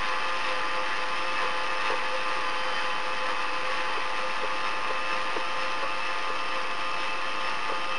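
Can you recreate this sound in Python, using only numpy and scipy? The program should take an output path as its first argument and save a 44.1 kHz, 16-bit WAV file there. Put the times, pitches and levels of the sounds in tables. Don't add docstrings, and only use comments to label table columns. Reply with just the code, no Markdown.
import sys
import numpy as np
from scipy import signal
from scipy.fft import rfft, irfft
from scipy.io import wavfile

SR = 44100
rng = np.random.default_rng(int(sys.argv[2]) if len(sys.argv) > 2 else 0)


def transcribe(signal):
    frames = np.atleast_2d(signal).T
    limited = np.clip(frames, -1, 1)
    pcm = np.round(limited * 32767).astype(np.int16)
    wavfile.write(sys.argv[1], SR, pcm)


N = 351918
T = np.arange(N) / SR
GEAR_RATIO = 16 / 9


def amp(db):
    return 10 ** (np.asarray(db) / 20)


def unit(x):
    return x / np.sqrt(np.mean(np.abs(x) ** 2))


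def curves(table):
    times, *columns = np.transpose(table)
    return [np.interp(T, times, column) for column in columns]


def swell(s, half_s):
    return np.exp(-.5 * ((T - s) / half_s) ** 2)


def wander(rate_hz):
    hop = 100
    steps = rng.standard_normal(N // hop + 1)
    smooth = signal.sosfilt(signal.butter(2, rate_hz, fs=SR / hop, output="sos"), steps)
    return np.interp(np.arange(N), np.arange(len(steps)) * hop, unit(smooth))


def colour(x, eq):
    hz, db = np.transpose(eq)
    size = 2048
    grid = np.maximum(np.fft.rfftfreq(size, 1 / SR), 1)
    gain = amp(np.interp(np.log(grid), np.log(hz), db))
    cepstrum = irfft(np.log(gain))
    cepstrum[1:size // 2] *= 2
    cepstrum[size // 2 + 1:] = 0
    return signal.fftconvolve(x, irfft(np.exp(rfft(cepstrum))))[:N]


def ring(x, modes):
    return sum(amp(db) * signal.lfilter(*signal.iirpeak(hz, hz / width, fs=SR), x)
               for hz, width, db in modes)


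def tone(turns, order, rough, flutter_hz):
    angle = 2 * np.pi * (np.round(order) * turns + rng.random())
    flutter = wander(flutter_hz) * np.cos(angle) + wander(flutter_hz) * np.sin(angle)
    return np.sqrt(2 * (1 - rough)) * np.cos(angle) + np.sqrt(rough) * flutter


# t/s, f/Hz
FREE_MOTOR_SPEED = [(0, 57.46), (.47, 58), (.7, 57.42), (1.25, 58.03), (2.38, 57.52), (2.5, 57.07),
                    (2.71, 57.27), (3.95, 57.38), (4.1, 57.52), (5.3, 58.17), (5.5, 58.02), (7.98, 58.3)]
def motor_speed():
    sag_hz = sum(lost_hz * swell(s + .112, half_s=.07) for s, *_, lost_hz in DRUM_RUBS)
    check_hz = .35 * np.max([swell(s + .013, half_s=.048) for s, *_ in DRUM_KNOCKS], axis=0)
    return curves(FREE_MOTOR_SPEED)[0] - sag_hz - check_hz + .03 * wander(rate_hz=6)


# multiple of own shaft speed, level/dB, roughness/0-1, rise with motor speed/(dB per Hz)
MOTOR_PARTIALS = [(6, -59.5, 0.3, 4.5), (12, -55, .15, 7), (15, -42, 0.06, -0.5), (18, -40.5, 0.11, -1),
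                  (21, -39.5, 0.05, 2.5), (23, -48.5, 0.6, 0.5), (24, -50, 0, 2.5), (27, -51.5, .4, -5),
                  (30, -45.5, 0.33, 0.5), (36, -52, 0, -2.5), (39, -56, 0.2, 2), (48, -56.5, 0.7, 6.5),
                  (51, -60, 0, 17), (63.6, -56, 0.6, 0)]
SHAFT_PARTIALS = [(3, -58, 0.27, 1), (9, -46.5, 0.4, -3), (10, -49.5, 0.8, 1), (11, -44, 0.71, -0.5),
                  (12, -52, 0.7, -9.5), (13, -57, 0, 0.5), (14, -52, 1, -4), (15, -56.5, 0.5, -5),
                  (16, -51, 0, 0.5), (18, -47.5, 0.5, -3), (19, -50.5, 1, -4.5), (26, -50.5, 0.3, 3),
                  (51, -56, 0.12, 7.5)]
def gear_tones(motor, speed_hz, load_db, rasp_db):
    out = 0
    excess_hz = speed_hz - speed_hz.mean()
    for ratio, partials in ((1, MOTOR_PARTIALS), (GEAR_RATIO, SHAFT_PARTIALS)):
        for order, db, rough, rise in partials:
            pitch_hz = order * ratio * speed_hz.mean()
            press_db = 1.6 * rasp_db if pitch_hz > 1480 else .92 * load_db
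            gain = amp(db + press_db + rise * excess_hz)
            out += gain * tone(motor * ratio, order, rough, flutter_hz=12.8)
    return out


# t/s, level change/dB
DRONE_ACCENTS = [(.43, -10), (.51, 6), (.7, -2), (.78, 4), (.92, -11), (1.44, 4.5), (1.9, 3), (2.15, 7.5),
                 (2.68, 7), (2.96, -8), (3.24, 5.5), (3.7, 7.5), (4.24, 7.5), (4.35, -9), (6.8, -8),
                 (7.61, -10)]
def drone(motor):
    throb_hz, fade_db_per_s = 4.35, .38
    throb_db = 1.5 * np.cos(2 * np.pi * throb_hz * (T - .13))
    accents_db = sum(db * swell(s, half_s=.026) for s, db in DRONE_ACCENTS)
    level_db = -41.5 - fade_db_per_s * T + throb_db + accents_db + .6 * wander(rate_hz=7)
    return amp(level_db) * tone(motor, order=9, rough=.13, flutter_hz=15)


# t/s, lower level/dB, upper level/dB
WHINE_RIDES = [(0, -49, -47.5), (.6, -44, -47), (1.05, -48, -49.5), (1.35, -38, -53), (1.52, -47, -45),
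               (1.8, -44, -55), (2.35, -45.5, -51), (2.5, -48, -44.5), (2.87, -43, -43), (2.98, -47, -49),
               (3.95, -46, -48.5), (4.25, -45.5, -56), (5.4, -45, -50), (5.8, -45, -52), (6.05, -40, -51),
               (6.55, -44.5, -48), (7.05, -41, -49.5), (7.72, -47.5, -50), (7.98, -37.5, -44)]
def whines(motor):
    trim_db = .3
    low_db, high_db = (db + 1.16 * wander(rate_hz=12) for db in curves(WHINE_RIDES))
    low = amp(low_db + trim_db) * tone(motor, order=45, rough=.38, flutter_hz=19)
    high = amp(high_db + trim_db) * tone(motor, order=54, rough=.13, flutter_hz=8.8)
    overtone = tone(motor, order=84, rough=.067, flutter_hz=14)
    whistle = amp(high_db) * ring(overtone, [(4806, 110, -6.5)])
    return low + high + whistle


def tooth_clicks(turns, count, scatter_db, slack_s):
    due = np.flatnonzero(np.diff(np.floor(turns * count)))
    force, late, flank = rng.standard_normal((len(due), 3)).T
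    onsets = np.clip(due + late * slack_s * SR, 0, N - 1).astype(int)
    hits = np.sign(flank) * amp(scatter_db * np.clip(force, -2, 2))
    return unit(np.bincount(onsets, hits, N))


def chatter(motor):
    shaft = motor * GEAR_RATIO
    motor_teeth = tooth_clicks(motor, count=6, scatter_db=1.5, slack_s=.00015)
    shaft_teeth = amp(4) * tooth_clicks(shaft, count=9, scatter_db=3, slack_s=.0002)
    hiss = amp(6) * rng.standard_normal(N)
    pulse_db = 1.95 * np.cos(2 * np.pi * shaft)
    return unit((motor_teeth + shaft_teeth + hiss) * amp(pulse_db))


# f/Hz, level/dB
FRAME_EQ = [(100, -27.5), (200, -12), (260, -16), (320, -6), (470, -4.5), (610, -6.5), (760, -3.5),
            (950, -4.5), (1150, 2), (1450, -5), (2000, -15.5), (4000, -46), (7000, -64)]
def frame_rattle(motor, load_db):
    return amp(-38 + .47 * load_db) * unit(colour(chatter(motor), FRAME_EQ))


# f/Hz, level/dB
SHELL_EQ = [(700, -18), (1400, -14.5), (1900, 1.5), (2200, -4), (2450, 0), (2660, 0), (2880, -5),
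            (3120, -6), (3450, -13.5), (5000, -35), (7000, -65.5)]
def shell_rasp(motor, rasp_db, shake_db):
    return amp(-37.5 + .67 * rasp_db + shake_db) * unit(colour(chatter(motor), SHELL_EQ))


# f/Hz, level/dB
SIZZLE_EQ = [(1500, -13), (3200, 3), (4200, -0.5), (4550, -0.5), (5250, -0.5), (5750, -6), (6100, -7),
             (6400, -10.5), (6900, -15), (7250, -27.5), (7900, -25.5), (8900, -11), (10000, -13.5)]
# f/Hz, width/Hz, level/dB
STEEL_RESONANCES = [(4190, 30, 2), (4690, 31, -1), (5350, 69, -4.5), (5920, 12, 6), (6720, 11, 8),
                    (6860, 8.7, -0.5), (6870, 8.9, -3.5)]
def steel_sizzle(motor, rasp_db, shake_db):
    rattle = colour(chatter(motor), SIZZLE_EQ)
    return amp(-43 + .61 * rasp_db + shake_db) * unit(rattle + ring(rattle, STEEL_RESONANCES))


# f/Hz, level/dB
ROOM_EQ = [(20, 1.5), (60, -1), (130, -2.5), (250, 3), (1000, -21.5), (10000, -23)]
def room_tone():
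    return amp(-54.5) * unit(colour(rng.standard_normal(N), ROOM_EQ))


# t/s, load drive/dB, rasp drive/dB, half length/s, speed lost/Hz
DRUM_RUBS = [(.02, .6, 1.5, 0.031, 0.53), (.475, 1.1, 2.7, 0.032, 0.73), (0.941, 0, 1, 0.044, 0.76),
             (1.412, 1.5, 1.9, .05, 0.97), (1.869, 2, 3.5, 0.033, 0.72), (2.343, 1.7, 2, .045, 0.24),
             (2.819, 0, 2.5, 0.045, 0.7), (3.296, 3, 3.5, 0.017, 0.66), (3.768, 2, 3.5, 0.044, 0.28),
             (4.192, 0.2, 1, .04, 0.02), (4.67, 2.8, 2.9, 0.023, 0.0052), (5.129, 2.2, 3, 0.036, 0.31),
             (5.631, 1.2, 3, 0.029, .18), (6.077, 0, 1.5, 0.044, .08), (6.559, 2, 2, 0.043, 0.59),
             (7.025, 1.3, 2.8, 0.031, .27), (7.477, 1.3, 3, 0.045, 0.2)]
def drum_friction():
    times, loads_db, rasps_db, halves_s, _ = np.transpose(DRUM_RUBS)
    catches_db = 1.06 * np.max([swell(s - .027, half_s=.023) for s, *_ in DRUM_KNOCKS], axis=0)
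    drives = []
    for peaks_db, ease_db_per_s in ((loads_db, .27), (rasps_db, .38)):
        rubs_db = sum(db * swell(s, half_s) for s, db, half_s in zip(times, peaks_db, halves_s))
        drive_db = rubs_db + catches_db - ease_db_per_s * T + .22 * wander(rate_hz=7.6)
        drives.append(drive_db - drive_db.mean())
    return drives


# t/s, level/dB, length/s, judder f/Hz
DRUM_KNOCKS = [(1.445, -32.5, 0.018, 473), (1.904, -25, 0.0095, 505), (1.925, -28, 0.0077, 427),
               (1.942, -28, 0.0056, 507), (2.719, -36, 0.018, 480), (3.98, -30.5, 0.008, 425.4),
               (4.442, -27.5, 0.014, 433), (4.909, -27.5, 0.0085, 433), (5.369, -25.5, 0.0068, 447),
               (5.381, -32, 0.0056, 335), (5.837, -27.5, 0.013, 544), (6.303, -32, 0.0076, 439.8),
               (7.698, -31, .012, 459.3), (7.722, -29, 0.0065, 479.6)]
# f/Hz, width/Hz, level/dB per pass
DRUM_RESONANCES = [(350, 70, -13), (399, 110, 9), (533, 55, 18)]
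def drum_knocks():
    out = np.zeros(N)
    t = np.arange(-SR // 10, SR // 10) / SR
    for s, db, length_s, hz in DRUM_KNOCKS:
        slips = rng.standard_normal(len(t))
        hollow = unit(ring(ring(slips, DRUM_RESONANCES), DRUM_RESONANCES))
        clack = unit(colour(slips, FRAME_EQ)[:len(t)])
        judder = np.cos(2 * np.pi * hz * t)
        envelope = amp(db) / np.cosh(2 * t / length_s)
        start = int((s + t[0]) * SR)
        out[start:start + len(t)] += envelope * (.8 * judder + .37 * hollow + .6 * clack)
    return out


def scene():
    speed_hz = motor_speed()
    motor = np.cumsum(speed_hz) / SR
    load_db, rasp_db = drum_friction()
    shake_db = .82 * wander(rate_hz=55)
    frame = frame_rattle(motor, load_db)
    shell = shell_rasp(motor, rasp_db, shake_db)
    steel = steel_sizzle(motor, rasp_db, shake_db)
    room = room_tone()
    tones = gear_tones(motor, speed_hz, load_db, rasp_db) + drone(motor) + whines(motor)
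    return (tones + frame + shell + steel + room + drum_knocks())[None]


def record(dry):
    top_hz, offset = 10000, -.0346
    return signal.sosfilt(signal.ellip(12, .2, 80, top_hz, fs=SR, output="sos"), dry) + offset


dry = scene()
out = record(dry)
transcribe(out)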